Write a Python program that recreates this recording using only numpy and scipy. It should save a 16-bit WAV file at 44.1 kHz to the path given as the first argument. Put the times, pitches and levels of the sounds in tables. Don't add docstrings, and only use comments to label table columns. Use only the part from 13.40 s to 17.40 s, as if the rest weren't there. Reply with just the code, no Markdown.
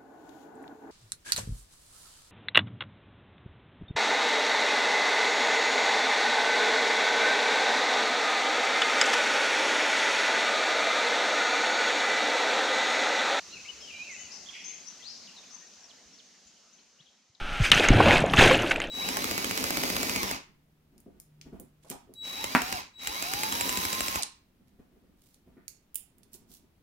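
import sys
import numpy as np
from scipy import signal
from scipy.fft import rfft, irfft, next_fast_len
from scipy.io import wavfile
from scipy.ndimage import uniform_filter1d, map_coordinates

SR = 44100
rng = np.random.default_rng(int(sys.argv[2]) if len(sys.argv) > 2 else 0)


def inscribe(sig):
    pcm = np.round(np.clip(np.atleast_2d(sig).T, -1, 1) * 32767)
    wavfile.write(sys.argv[1], SR, pcm.astype(np.int16))


N = 176400
LOW_ECHO_S, HIGH_ECHO_S = 1, 0.664


def amp(db):
    return 10 ** (np.asarray(db) / 20)


def unit(x):
    return x / np.sqrt(np.mean(x ** 2) + 1e-20)


def wobble(rate, size):
    points = rng.standard_normal(int(size * rate / SR) + 4)
    return map_coordinates(points, [np.arange(size) * rate / SR])


def level(points):
    return amp(np.interp(np.arange(N) / SR, *np.transpose(points)))


def along(points, hz):
    point_hz, db = np.transpose(points)
    return amp(np.interp(np.log(hz + 1), np.log(point_hz), db))


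def filtered(x, response):
    size = next_fast_len(N + SR // 2)
    return irfft(rfft(x, size) * response(np.fft.rfftfreq(size, 1 / SR)), size)[..., :N]


def add(out, start_s, x):
    i = round(start_s * SR)
    out[:, i:i + x.shape[-1]] += x[..., :N - i]


def sides(pan_db):
    return amp(np.array([[pan_db], [-pan_db]]) / 2)


def rush(spectrum, patchy_db):
    # frequency_hz, side_gain_db
    width = [(100, -7.5), (600, -10), (2500, -8), (5000, -6), (8000, -.5)]
    grid = signal.stft(rng.standard_normal((2, N)), nperseg=512)[2]
    patches = uniform_filter1d(rng.standard_normal(grid.shape[1:]), size=4, axis=0)
    patches = uniform_filter1d(patches, size=12, axis=1)
    noise = signal.istft(grid * amp(patchy_db * unit(patches)), nperseg=512)[1][:, :N]
    mid, side = filtered(noise, lambda hz: along(spectrum, hz) * np.array([hz >= 0, along(width, hz)]))
    return unit(np.array([mid + side, mid - side]))


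def wind():
    # frequency_hz, gain_db
    spectrum = [(30, -16.5), (110, -6.5), (200, -2.5), (720, -1), (1100, -3), (1800, -3), (2900, -1),
                (4000, -7.5), (7000, -16.5), (10000, -27), (15000, -40.5)]
    return amp(-54.5 + 0.352 * wobble(3.076, N)) * rush(spectrum, patchy_db=2)


def rumble():
    # frequency_hz, gain_db
    spectrum = [(28, -44.5), (48, -1), (80, 6.5), (110, -4.5), (190, -31)]
    # time_s, level_db
    loudness = [(0, -70), (.85, -69.5), (1.15, -80), (4, -80)]
    return level(loudness) * amp(2.6 * wobble(13, N)) * rush(spectrum, patchy_db=1.5)


def water():
    # frequency_hz, gain_db
    spectrum = [(110, -40), (175, 1), (250, -0.5), (380, -13.5), (700, -43)]
    # time_s, level_db
    loudness = [(0, -68.5), (1.9, -63), (4, -63.5)]
    return level(loudness) * rush(spectrum, patchy_db=3.33)


def reeds():
    # frequency_hz, gain_db
    spectrum = [(2500, -31), (3800, -10), (4700, -5.5), (6400, -2.5), (7200, -11), (8500, -23.5),
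                (12000, -35)]
    # time_s, level_db
    loudness = [(0, -50), (1.6, -49), (3.3, -51), (4, -52)]
    return level(loudness) * rush(spectrum, patchy_db=1.0)


def bumps():
    # start_s, pitch_hz, length_s, level_db
    knocks = [(2.647, 65, .042, -56.5), (3.048, 65, 0.039, -57.5), (3.597, 154.7, 0.0294, -43),
              (3.892, 109.2, 0.023, -44)]
    out = np.zeros((2, N))
    for start_s, hz, length_s, db in knocks:
        t = np.arange(int(length_s * SR)) / SR
        add(out, start_s, amp(db) * np.hanning(len(t)) * np.sin(2 * np.pi * hz * t))
    return out


def reflections(envelope, alike):
    left, right, common = rng.standard_normal((3, len(envelope)))
    tail = (np.sqrt(alike) * common + np.sqrt(1 - alike) * np.array([left, right])) * envelope
    return tail / np.linalg.norm(tail[0])


def trees(echo_s, delay_s, alike, far_s, far_db):
    t = np.arange(SR) / SR
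    near = amp(-60 * t / echo_s) * (1 - np.exp(-(t / delay_s) ** 4))
    far = amp(far_db - 60 * np.abs(t - far_s) / 0.445)
    return reflections(np.hypot(near, far), alike)


def note(length_s, pitches_hz, rasp, attack, release=0.199):
    n = int(length_s * SR)
    progress = np.arange(n) / n
    bend = np.polyfit([0, .5, 1], np.log(pitches_hz), 2)
    hz = np.exp(np.polyval(bend, progress))
    hz *= 1 + rasp * wobble(603.8, n)
    ramp = np.clip(np.minimum(progress / attack, (1 - progress) / release), 0, 1)
    swell = np.sin(np.pi / 2 * ramp)
    flutter = amp(1.2348 * wobble(134.1, n))
    return np.sqrt(2) * swell * flutter * np.sin(2 * np.pi * np.cumsum(hz) / SR)


def bird(notes, echo_s, delay_s, far_s, far_db, alike, echo_pan_db, rasp, attack, smear_db):
    out = np.zeros((2, N))
    leaves = amp(-60 * np.arange(SR // 10) / SR / 0.1)
    direct_gain = 1 / np.hypot(1, amp(smear_db))
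    for start_s, length_s, *pitches_hz, db, pan_db, echo_db in notes:
        tone = amp(db) * note(length_s, pitches_hz, rasp, attack)[None]
        direct = direct_gain * tone * sides(pan_db)
        smear = signal.fftconvolve(direct, reflections(leaves, alike), axes=1)
        echo = signal.fftconvolve(tone, trees(echo_s, delay_s, alike, far_s, far_db), axes=1)
        add(out, start_s, direct)
        add(out, start_s, amp(smear_db) * smear)
        add(out, start_s, amp(echo_db) * sides(echo_pan_db) * echo)
    return out


def on_left(notes, pan_db=11):
    return [(*row, pan_db, echo_db) for *row, echo_db in notes]


def chips(echo_db=-4):
    # start_s, length_s, start_hz, middle_hz, end_hz, level_db, pan_db
    notes = [ (1.868, 0.0122, 3970, 3254, 2600, -47.5, -2), (1.881, 0.0236, 2996, 2827, 2855, -48, 7.5),
             (1.961, 0.033, 4226, 3801, 3596, -47.5, 4), (2.034, 0.01005, 2386, 2478, 2665, -50.5, 3),
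             (2.49, 0.0314, 5310, 3600, 2790, -51, -6.5), (2.784, 0.0294, 4961, 3500, 2854, -50.5, -8.5),
             (3.379, 0.0128, 3596, 3189, 2850, -53.5, 2), (3.391, 0.0147, 3843, 4313, 4590, -53, 5.5),
             (3.588, 0.0281, 2796, 3165, 4435, -46, 5.5), (3.656, 0.0438, 4127, 3153, 4127, -49.5, 6),
             (3.9484, 0.0084, 5700, 4080, 3460, -41.5, 6.5)]
    return bird([(*row, echo_db) for row in notes], HIGH_ECHO_S, delay_s=0.0136, far_s=0.23,
                far_db=-21.5, alike=0.32, echo_pan_db=1.5, rasp=.022, attack=.15, smear_db=-6)


def rising_call():
    # start_s, length_s, start_hz, middle_hz, end_hz, level_db, echo_db
    notes = [(1.612, 0.065, 2845, 3710, 4442, -50, -3.5), (1.640, .078, 3900, 4705, 5935, -41.5, 2)]
    return bird(on_left(notes), HIGH_ECHO_S, delay_s=0.0204, far_s=0.186, far_db=-10.5,
                alike=0.218, echo_pan_db=5, rasp=0.0306, attack=0.48, smear_db=0.5)


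def hooked_call():
    # start_s, length_s, start_hz, middle_hz, end_hz, level_db, pan_db, echo_db
    notes = [ (1.058, 0.0258, 3145, 3444, 3605, -48, -5.5, 1),
             (1.0865, 0.0168, 3308, 3237, 3320, -38, -8.5, -2.5),
             (1.096, 0.022, 3131, 2443, 1853, -54.5, 1, 18.5)]
    return bird(notes, LOW_ECHO_S, delay_s=0.0351, far_s=0.2195, far_db=-9.0,
                alike=0.7, echo_pan_db=-2, rasp=0.0147, attack=.12, smear_db=-12)


def high_sweeps():
    # start_s, length_s, start_hz, middle_hz, end_hz, level_db, echo_db
    notes = [ (.400, 0.051, 5140, 5380, 5322, -52, -3.5), (.704, 0.013, 5823, 6400, 7890, -48, 5.5),
             (.781, 0.0178, 7143, 6550, 6104, -49.5, 10), (.905, 0.0346, 4495, 5296, 6564, -46, 2.5),
             (1.193, 0.0322, 5492, 5570, 5554, -54, -23.5), (1.239, 0.0132, 4953, 6167, 6230, -40, 1),
             (1.243, 0.0866, 6334, 6425, 6358, -42.5, -4), (1.444, .028, 4981, 5480, 5720, -50, -8.5),
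             (1.462, .025, 5517, 5739, 6400, -42.5, -3), (2.105, 0.0125, 4920, 5800, 5950, -46, -0.5),
             (2.122, .036, 6370, 6183, 5833, -45, 1.5), (2.432, 0.0178, 5490, 5622, 5550, -49.5, -15.5),
             (2.725, 0.0252, 5592, 5555, 5660, -51, -5.5), (3.067, 0.0101, 5724, 7270, 5000, -49.5, -2.5),
             (3.325, 0.0229, 5860, 6309, 6345, -50, 0)]
    return bird(on_left(notes), HIGH_ECHO_S, delay_s=0.0091, far_s=0.26, far_db=-12,
                alike=0.126, echo_pan_db=12.0, rasp=0.00757, attack=0.215, smear_db=4.0)


def low_whistles():
    # start_s, length_s, start_hz, middle_hz, end_hz, level_db, pan_db, echo_db
    notes = [ (.106, 0.0445, 3792, 4213, 4186, -51.5, -7, -2),
             (.122, 0.066, 2843, 2700, 2076, -49.5, 7, -3), (.130, 0.087, 2746, 2603, 2551, -50, 1.5, -4),
             (.246, 0.0433, 1977, 2480, 2873, -49, 5.5, -7.5),
             (.284, 0.0275, 2994, 2952, 2950, -41.5, 8, -8.5),
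             (.415, 0.0522, 3306, 3174, 2996, -54.5, 9.5, 1.5),
             (.474, 0.0448, 3049, 2816, 2446, -45, 6.5, -1),
             (.503, 0.0916, 2482, 2372, 2369, -45.5, -0.5, -3.5),
             (.590, 0.0519, 2400, 2460, 2584, -41, -3, -4),
             (.642, 0.0473, 2620, 2690, 2554, -44.5, -2.5, -4.5),
             (.686, .066, 2291, 2072, 1913, -46, -4, -5.5),
             (.746, 0.0274, 2706, 2628, 2480, -46.5, -1.5, -4.5),
             (.770, 0.1105, 2860, 2997, 2702, -54, 3.5, -5.5),
             (.545, 0.114, 3860, 3961, 3827, -55, -1.5, -10),
             (1.594, 0.027, 1740, 1980, 1970, -56, -0.5, -20),
             (2.212, 0.0335, 1747, 1878, 1829, -55, 0, -12)]
    return bird(notes, LOW_ECHO_S, delay_s=0.0214, far_s=0.17, far_db=-15.5,
                alike=0.62, echo_pan_db=1.5, rasp=.009, attack=0.157, smear_db=-6.5)


def scene():
    background = wind() + rumble() + water() + reeds() + bumps()
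    return background + chips() + rising_call() + hooked_call() + high_sweeps() + low_whistles()


def record(dry):
    silent_at_s, top_hz = 4.4934, 15500
    fade = np.clip(1 - np.arange(N) / SR / silent_at_s, 0, 1)
    return filtered(dry * fade, lambda hz: hz < top_hz)


dry = scene()
out = record(dry)
inscribe(out)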